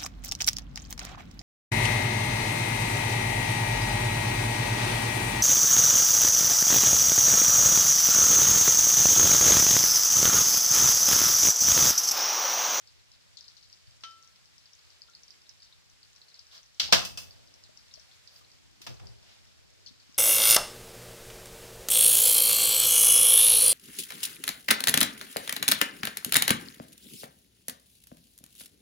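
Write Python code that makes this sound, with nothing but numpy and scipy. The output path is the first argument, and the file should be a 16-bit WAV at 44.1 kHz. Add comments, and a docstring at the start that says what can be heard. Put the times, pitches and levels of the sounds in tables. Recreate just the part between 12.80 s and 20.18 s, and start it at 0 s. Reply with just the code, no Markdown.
"""In a small kitchen a pot of thick soup simmers: a soft fizz, tiny surface bubbles popping, a low rumble.
A spoon is laid on a dish; a glass lid is dragged and knocked off the worktop, carried over and set on the pot.
Knocks are noise bursts exciting resonators, slides are swelling noise, bubbles are short sines sinking in pitch,
and rumble and fizz are flickering bands of noise.
Two close microphone ports with widened stereo hear it: the bass arrives in opposite phase."""
import sys
import numpy as np
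from scipy import signal
from scipy.io import wavfile

SR = 44100
rng = np.random.default_rng(int(sys.argv[2]) if len(sys.argv) > 2 else 0)


def unload_wav(signal):
    """Save mono or channel-first audio to the path in sys.argv[1] as 16-bit WAV at rate SR, clipped to [-1, 1]."""
    wavfile.write(
        sys.argv[1],
        SR,
        np.round(np.clip(np.atleast_2d(signal).T, -1, 1) * 32767).astype(np.int16),
    )


N = 325445
PORT_HZ = 4440  # resonance of the microphone port

# Hard knocks. Each row: time in seconds, level in dB, thud, body and edge of the contact spectrum in dB,
# contact time in seconds, glass ring in dB, worktop ring in dB, boom level in dB.
KNOCK_EVENTS = [(1.2361, -31, -82, -27, -40, 0.0056, -22, -24, -78),
                (3.9977, -10, -36.5, -34.5, -29, 0.003, -6.5, -2.5, -48),
                (4.124, -2, -19, -21.5, -20.5, 0.01, 4, 15, -39),
                (4.1305, -7, -18, -18.5, -22.5, 0.0044, -9, -6, -61),
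                (4.2492, -28.5, -31, -29, -5, 0.0073, 14.5, -10, -55),
                (4.3739, -32, -47.5, -14.5, -2.5, 0.00096, 18, 14.5, -56.5),
                (6.0159, -38, -18, -28, -11.5, 0.0036, 5, 0, -62),
                (6.0657, -30.5, 4, -13.5, -15.5, 0.0054, 7.5, 15, -51.5),
                (6.196, -44, -6, 2, -27, 0.0048, 5, 8, -53)]
# Resonances of the worktop. Each row: frequency in Hz, bandwidth in Hz, level in dB.
WORKTOP_MODES = [(178, 18, -8), (260, 23, -14), (521, 50, -9), (584, 11, -8.5), (668.4, 58, -3),
                 (1050, 41, -2.5), (1200, 40, -2.5), (1368, 79, -3), (1700, 70, -1.5)]


def knocks():
    """Impact excitation: a short rattle of contact sets the modes of glass and worktop ringing."""
    # Resonances of the glass lid. Each row: frequency in Hz, bandwidth in Hz, level in dB.
    lid_modes = [(2630, 53, 3), (2900, 94, -2), (2903, 50, 4), (3530, 110, -4), (3980, 80, -5.5),
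                 (3990, 50, -1.5), (4200, 90, -20.5), (4770, 85, -0.5), (4900, 33, -5), (5160, 270, -0.5),
                 (5440, 34, -13.5), (5830, 250, -2), (7320, 130, -6.5), (8170, 150, -8.5)]
    out = np.zeros((2, N))
    rattle = reply([(20, 0.012), (20000, 0.0009)], early_s=0.008, tail_db=-6)
    blow = signal.unit_impulse(rattle.shape[1], 90)
    glass = resonate(rattle + blow * [[0.9], [0.6]], lid_modes)
    # the low-passed blow reaches the two ports in opposite phase
    opposed_bass = 5 * signal.lfilter([0.03], [1, -0.975], blow) * [[1], [-1]]
    worktop = resonate(0.44 * rattle + 0.48 * blow + opposed_bass, WORKTOP_MODES)
    for s, db, thud_db, body_db, edge_db, contact_s, glass_db, worktop_db, _ in KNOCK_EVENTS:
        spectrum = contact_spectrum(thud_db, body_db, edge_db)
        contact = reply(spectrum, max(contact_s, 0.001), tail_db=-11.0)
        ringing = from_db(glass_db) * glass + from_db(worktop_db) * worktop
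        add(out, from_db(db + 15) * (contact + ringing), s - 0.001)
    return out


def dish_and_taps():
    """Modal synthesis: the spoon rings the dish; dull taps of hands and handles ring one mode each."""
    # Spoon on dish. Each row: time in seconds, level in dB.
    spoon_hits = [(1.2363, -45)]
    # Modes of the dish. Each row: frequency in Hz, level in dB, 60 dB decay time in seconds.
    dish_modes = [(1140, -19, 0.4), (1334, 1, 0.58), (1270, -38, 0.24), (1596, -16, 0.34),
                  (3070, -0.5, 0.32), (3490, -31, .3), (5350, -28, .2), (5432, -23, 0.27), (6020, -3, 0.12)]
    # Dull taps. Each row: time in seconds, level in dB, pitch in Hz.
    tap_events = [(1.069, -46, 112), (2.285, -57, 1386), (4.091, -34, 840), (4.892, -49, 632),
                  (5.175, -47, 640), (5.289, -55, 780), (5.611, -54, 1183), (6.005, -50, 354),
                  (6.084, -35, 122), (6.102, -46, 525), (6.2, -40.5, 121), (6.29, -37, 110.4),
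                  (7.069, -55, 283), (7.107, -45.5, 268), (7.291, -48, 262)]
    # Damping of the taps. Each row: pitch in Hz, 60 dB decay time in seconds.
    tap_decay = [(115, 0.18), (270, 0.034), (600, .1), (900, 0.069), (1400, 0.1)]
    # Taps at the right port. Each row: pitch in Hz, signed share of the left amplitude.
    tap_right_share = [(115, -0.79), (300, -0.47), (1150, -0.59), (1400, .8)]
    out = np.zeros((2, N))
    for s, db in spoon_hits:
        add(out, struck(dish_modes, db, lag_s=0.00004) * [[1.2], [0.6]], s)
    for s, db, hz in tap_events:
        # a soft contact about one cycle long
        touch = np.hanning(round(SR / hz) + 2)[None] * 4 * hz / SR
        mode = (hz, 0, max(at_hz(tap_decay, hz), 0.01))
        tap = signal.fftconvolve(struck([mode], db, lag_s=0), touch, axes=1)
        add(out, tap * [[1], [at_hz(tap_right_share, hz)]], s)
    return in_room(out, wet_db=-16)


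def slides():
    """Friction noise: grainy rubbing swells and fades, and hums in the modes of the worktop."""
    # Things sliding. Each row: start in seconds, length in seconds, level in dB,
    # body and edge of the contact spectrum in dB, worktop ring in dB.
    slide_events = [(3.684, 0.14, -59.5, -36, -22, 6.5), (5.486, .16, -68, -31, -10, 6),
                    (6.379, 0.25, -68.5, -22, -41, -6)]
    hum_spectrum = [(300, -12), (500, 0.5), (700, -11.5), (1200, -5), (16000, -7)]  # (Hz, dB)
    out = np.zeros((2, N))
    for s, length, db, body_db, edge_db, worktop_db in slide_events:
        size = round(length * SR)
        grain = from_db(2 * rng.standard_normal(size // 80 + 1)).repeat(80)[:size]
        stroke = np.hanning(size) ** 0.86 * grain
        hum = resonate(bands(size, hum_spectrum, lambda hz: stroke), WORKTOP_MODES)
        rub = bands(size, contact_spectrum(-19.5, body_db, edge_db), lambda hz: stroke)
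        add(out, from_db(db) * (rub + from_db(worktop_db) * hum), s)
    return in_room(out, wet_db=-14.0)


def pops():
    """Bubble oscillation: each burst is a snap and a few cycles sinking in pitch, then spat droplets."""
    # Louder bursts. Each row: time in seconds, level in dB, pitch sunk to in Hz, left over right in dB,
    # droplets relative to the burst in dB.
    burst_events = [(0.0742, -42.5, 4920, 2, -12), (0.317, -42, 5100, 2, -12.5),
                    (0.571, -39.5, 4240, 16.5, -9), (.609, -38.5, 4820, 13.5, -20),
                    (.642, -45, 4940, 2.5, -8), (0.6818, -40.5, 4440, 14, -13),
                    (0.7686, -46.5, 4250, 14, -7.5), (0.828, -47, 4430, 10, -5), (.8994, -46, 5240, 0, -12),
                    (0.928, -42, 4830, 15, -13.5), (1.3104, -45, 4950, 10, -16),
                    (1.4265, -44, 5500, 8, -16), (1.447, -48, 5400, 7, -18), (1.4753, -46.5, 5450, 13, -19),
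                    (1.5594, -48, 4800, 2, -15), (1.657, -47, 5090, 8, -20), (1.781, -45, 5060, 12, -15),
                    (1.8572, -45, 4560, 6, -13), (1.9338, -46, 5140, 18.5, -22),
                    (1.9517, -45, 6030, 2.5, -25), (2.05, -52, 4450, -7, -11),
                    (2.1035, -47.5, 4630, 11, -12), (2.219, -36, 4610, 9, -25), (2.2987, -48, 5600, 9, -20),
                    (2.3506, -37, 4470, -1.5, -19), (2.434, -44, 5400, 17, -20),
                    (2.4813, -44, 4800, 10, -17), (2.5063, -43, 4820, -19, -19),
                    (2.6179, -46, 4900, 1, -18), (2.693, -40, 5200, -16.5, -21), (2.822, -42, 4800, 3, -6),
                    (2.926, -46, 3640, 9, -21), (3.0992, -49, 5600, 11, -13), (3.2306, -43, 4460, 5, -15),
                    (3.362, -45.5, 5170, 13.5, -16), (3.4165, -43, 4080, -9, -20),
                    (3.484, -47.5, 4200, 10, -11), (3.5434, -40, 4680, 1.5, -13),
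                    (3.5931, -37, 4840, 10, -20.5), (3.668, -42.5, 5260, 1, -18),
                    (3.7795, -40, 5000, 2, -13), (3.831, -46.5, 5600, 12, -18.5),
                    (3.8607, -49, 5330, -8, -16), (3.946, -49, 5330, 8, -15), (4.509, -38, 4620, 0, -22),
                    (4.6743, -47, 4900, 8, -20), (4.7402, -47.5, 5200, 19, -25),
                    (4.838, -40.5, 5170, 0, -13), (4.974, -39, 5120, 10, -15.5),
                    (5.1126, -48, 3800, 8, -11), (5.1397, -39, 5150, 18.5, -17),
                    (5.197, -45.5, 5170, 16, -13.5), (5.3136, -47.5, 3400, 7, -11),
                    (5.475, -41, 4620, -12.5, -16.5), (5.562, -41.5, 4730, -3, -16),
                    (5.7169, -46, 4830, -6, -16), (6.2702, -41.5, 4730, 14, -21),
                    (7.0627, -35, 4560, 8, -8), (7.2, -48.5, 4540, 8, -10), (7.345, -42, 5040, 8, -17)]
    bubbles = [burst[:-1] for burst in burst_events] + droplets(burst_events) + list(small_bubbles())
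    snap_db, snap_follows = -49, 0.49  # the snap grows by this share of the bubble's dB
    cycles, snaps, t = np.zeros((2, N)), np.zeros((2, N)), np.arange(220) / SR
    late = np.clip(t - np.array([[0], [0.00026]]), 0, None)  # the right port hears it a little later
    grow = late / 0.00085
    swell = (grow * np.exp(1 - grow)) ** 3
    snap = rng.standard_normal(t.shape) * (late > 0) * np.exp(-late / 0.00009)
    for s, db, hz, pan_db in bubbles:
        turns = hz * late * (1 + 0.38 * np.exp(-late / 0.0014))
        sides = from_db(np.array([[pan_db], [-pan_db]]) / 2)
        add(cycles, from_db(db) * sides * swell * np.sin(2 * np.pi * turns), s - 0.0006)
        add(snaps, from_db(snap_db + snap_follows * db) * sides * snap, s - 0.0006)
    band = signal.butter(1, [3000, 6500], "band", fs=SR, output="sos")
    cycles = signal.sosfilt(band, cycles + 1e-18)
    return in_room(cycles + signal.lfilter([1, -0.8], 1, snaps), wet_db=-9.5)


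def droplets(bursts):
    """Poisson process: droplets follow each burst after random waits, weaker the later they come."""
    mean_wait_s, loss_db_per_s = 0.022, 108.5
    waits = mean_wait_s * rng.exponential(1, (len(bursts), 14))
    tunes = PORT_HZ * from_db(1.32 * rng.standard_normal((len(bursts), 14)))
    drops = []
    for (s, db, _, pan_db, spit_db), burst_waits, pitches in zip(bursts, waits, tunes):
        for wait, hz in zip(burst_waits, pitches):
            if s + wait < N / SR:
                drops.append((s + wait, db + spit_db - loss_db_per_s * wait, hz, pan_db))
    return drops


def small_bubbles():
    """Random arrivals: fainter bubbles at chance times, levels, pitches and sides."""
    count, floor_db, spread_db, middle_hz = 280, -64, 4.5, 5100
    times = rng.uniform(0, N / SR - 0.02, count)
    levels = floor_db + spread_db * np.minimum(rng.exponential(1, count), 3.5)
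    pitches = middle_hz * from_db(1.5 * rng.standard_normal(count))
    pans = 3 + 4 * rng.standard_normal(count)
    return np.column_stack([times, levels, pitches, pans])


def simmer():
    """Band-wise modulated noise: rumble of pot and room, and the fizz of countless fine bubbles."""
    # Spectrum of the rumble. Each row: frequency in Hz, relative density in dB per Hz.
    rumble_spectrum = [(30, -20.5), (50, 1), (80, 1), (130, -4), (200, -9), (350, -10), (640, -10),
                       (1100, -18), (1600, -25.5), (16000, -76.5)]
    # Spectrum of the fizz. Each row: frequency in Hz, relative density in dB per Hz.
    fizz_spectrum = [(240, -47), (400, -16), (1030, -6.5), (1580, -3.5), (3420, -2.5), (4880, -1),
                     (6950, -7.5), (8240, -12.5), (9760, -15.5), (11400, -6.5), (15000, -30), (16000, -33)]
    # Course of the fizz. Each row: time in seconds, level in dB.
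    fizz_course = [(0, -65.5), (3.9, -65), (5.2, -63.5), (5.9, -66), (6.5, -64), (6.9, -66), (7.38, -64.5)]
    t, together = np.arange(N) / SR, drift(4.5)
    rumble = bands(N, rumble_spectrum, lambda hz: from_db(2.0 * drift(2.0)))
    fizz = bands(N, fizz_spectrum, lambda hz: from_db(0.57 * together + 0.87 * drift(43)))
    # the rumble is louder from 5.5 s on, shortly before the lid is set on the pot
    steady = from_db(np.where(t < 5.5, -76, -72.5))
    fizz_level = from_db(np.interp(t, *np.transpose(fizz_course)))
    return np.hypot(steady, booms()) * rumble + fizz_level * fizz


def booms():
    """Two-stage decay: after a knock the cupboards boom, swelling and falling fast, then hum on."""
    rise_s, t60_s, tail_db, tail_t60_s = 0.039, 0.39, -22, 3.1
    events = np.array(KNOCK_EVENTS)
    since = np.clip(np.arange(N // 40 + 1) * 40 / SR - events[:, :1], 0, None)
    fall = from_db(-60 * since / t60_s) + from_db(tail_db - 60 * since / tail_t60_s)
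    each = from_db(events[:, -1:]) * np.minimum(since / rise_s, 1) ** 2 * fall
    total = np.sqrt((each ** 2).sum(axis=0))  # powers add
    return np.interp(np.arange(N) / 40, np.arange(each.shape[1]), total)


def in_room(dry, wet_db):
    """Superposition: stereo direct sound plus its echoes by convolution."""
    echoes = reply([(20, 0.034), (20000, 0.0044)], early_s=0.0046, tail_db=-15.0)
    feed = 0.99 * dry + 0.95 * dry[::-1]
    return dry + from_db(wet_db) * signal.fftconvolve(feed, echoes, axes=1)[:, :dry.shape[1]]


def reply(spectrum, early_s, tail_db):
    """Impulse response: near bounces, then the room dying band by band; mid energy 1."""
    # Reverberation. Each row: frequency in Hz, 60 dB decay time in seconds.
    room_decay = [(60, 0.25), (160, 0.38), (420, 0.34), (1100, 0.34), (2900, 0.3), (7700, 0.31),
                  (15000, 0.33)]
    t = np.arange(2 * SR // 5) / SR
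    # bounces arrive singly, so the level is uneven
    uneven = from_db(2.1 * rng.standard_normal(len(t) // 64 + 1)).repeat(64)[:len(t)]
    onset = 1 - np.exp(-t / 0.0026)

    def shape(hz):
        tail = from_db(tail_db - 60 * t / at_hz(room_decay, hz))
        return uneven * onset * (np.exp(-t / early_s) + tail)

    return bands(len(t), spectrum, shape) / np.sqrt(len(t))


def contact_spectrum(thud_db, body_db, edge_db):
    """Resonant emphasis: spectrum of a contact in (Hz, dB), with a point at the microphone port."""
    return [(25, thud_db - 2), (130, thud_db - 16.0), (350, (thud_db + body_db) / 2 + 0.5),
            (700, body_db + 9.5), (2200, body_db / 2 + 2.0), (PORT_HZ, 0),
            (7500, edge_db - 5.5), (16000, edge_db - 2.5)]


def bands(size, spectrum, shape):
    """Subband synthesis: half-octave stereo noise, each band shaped in time by shape(Hz); mid rms 1."""
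    # Stereo width. Each row: frequency in Hz, side over mid in dB.
    side_over_mid = [(60, 16), (110, 13.5), (200, 9), (380, 7.5), (700, 5.5), (1290, -1), (2380, 1),
                     (4400, 0.5), (8120, -0.5), (15000, 1)]
    # Stereo balance. Each row: frequency in Hz, left over right in dB.
    left_over_right = [(60, 3.5), (110, -1.5), (200, 3), (380, -1), (700, 0), (1290, -0.5), (2380, -0.5),
                       (4400, 1), (8120, -1.5), (15000, 0)]
    out, edges = 0, 22 * 2 ** np.arange(0, 9.9, 0.5)
    white = rng.standard_normal((2, 2, size))  # neighbouring bands get unrelated noise
    for k, (low, high) in enumerate(zip(edges, edges[1:])):
        hz = np.sqrt(low * high)
        band_db = at_hz(spectrum, hz)
        if band_db < -38:  # too faint to matter
            continue
        band = signal.butter(2, [low, high], "band", fs=SR, output="sos")
        mid, side = signal.sosfilt(band, white[k % 2] * shape(hz))
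        side = side * from_db(at_hz(side_over_mid, hz))
        lean = from_db(at_hz(left_over_right, hz) / 2)
        out = out + from_db(band_db) * np.array([(mid + side) * lean, (mid - side) / lean])
    return out / np.sqrt(np.mean(out.mean(0) ** 2))


def resonate(x, peaks):
    """Modal filtering: parallel resonances, signs alternating."""
    out = 0
    for k, (hz, width_hz, db) in enumerate(peaks):
        r = np.exp(-np.pi * width_hz / SR)
        poles = [1, -2 * r * np.cos(2 * np.pi * hz / SR), r * r]
        out = out + (-1) ** k * from_db(db) * signal.lfilter([1 - r, 0, r - 1], poles, x)
    return out


def struck(modes, level_db, lag_s):
    """Modal superposition: one blow rings a set of clear modes, the right port lagging by lag_s."""
    click = np.zeros((2, SR // 2))
    click[[0, 1], [0, round(lag_s * SR)]] = 1
    return sum(from_db(level_db + db) * ring(click, hz, t60) for hz, db, t60 in modes)


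def ring(clicks, hz, t60):
    """Damped oscillator: a unit click starts a decaying sine of initial height 1."""
    r, w = from_db(-60 / (t60 * SR)), 2 * np.pi * hz / SR
    return signal.lfilter([0, np.sin(w)], [1, -2 * r * np.cos(w), r * r], clicks + 1e-18)


def drift(rate):
    """Low-passed noise: a slow random course of rms 1, about rate changes a second."""
    r = np.exp(-80 * np.pi * rate / SR)  # one step every 40 samples
    noise = rng.standard_normal(N // 40 + 2002)
    slow = signal.lfilter([1], [1, -2 * r, r * r], noise)[2000:]
    return np.interp(np.arange(N) / 40, np.arange(len(slow)), rms_one(slow))


def add(track, sound, s):
    """Linear superposition: mix a stereo sound in from time s."""
    i = round(s * SR)
    track[:, i:i + sound.shape[1]] += sound[:, :N - i]


def at_hz(points, hz):
    """Logarithmic frequency scale: interpolate a table of (Hz, value)."""
    points = np.array(points)
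    return np.interp(np.log(hz), np.log(points[:, 0]), points[:, 1])


def from_db(db):
    """Decibel law: level to amplitude ratio."""
    return 10 ** (np.asarray(db) / 20)


def rms_one(x):
    """Power normalisation: scale to rms 1."""
    return x / np.sqrt(np.mean(x ** 2) + 1e-20)


def scene():
    """Superposition of all sources."""
    return knocks() + dish_and_taps() + slides() + pops() + simmer()


def record(dry):
    """Band limiting and saturation: deep bass and top are cut, the loudest peaks rounded."""
    bass_cut = signal.butter(3, 67.6, "high", fs=SR, output="sos")
    top_cut = signal.cheby2(12, 60, 16500, fs=SR, output="sos")
    dry = signal.sosfilt(bass_cut, dry)
    rounded = 0.9 * np.tanh(dry / 0.9)
    return signal.sosfilt(top_cut, rounded)


dry = scene()
out = record(dry)
unload_wav(out)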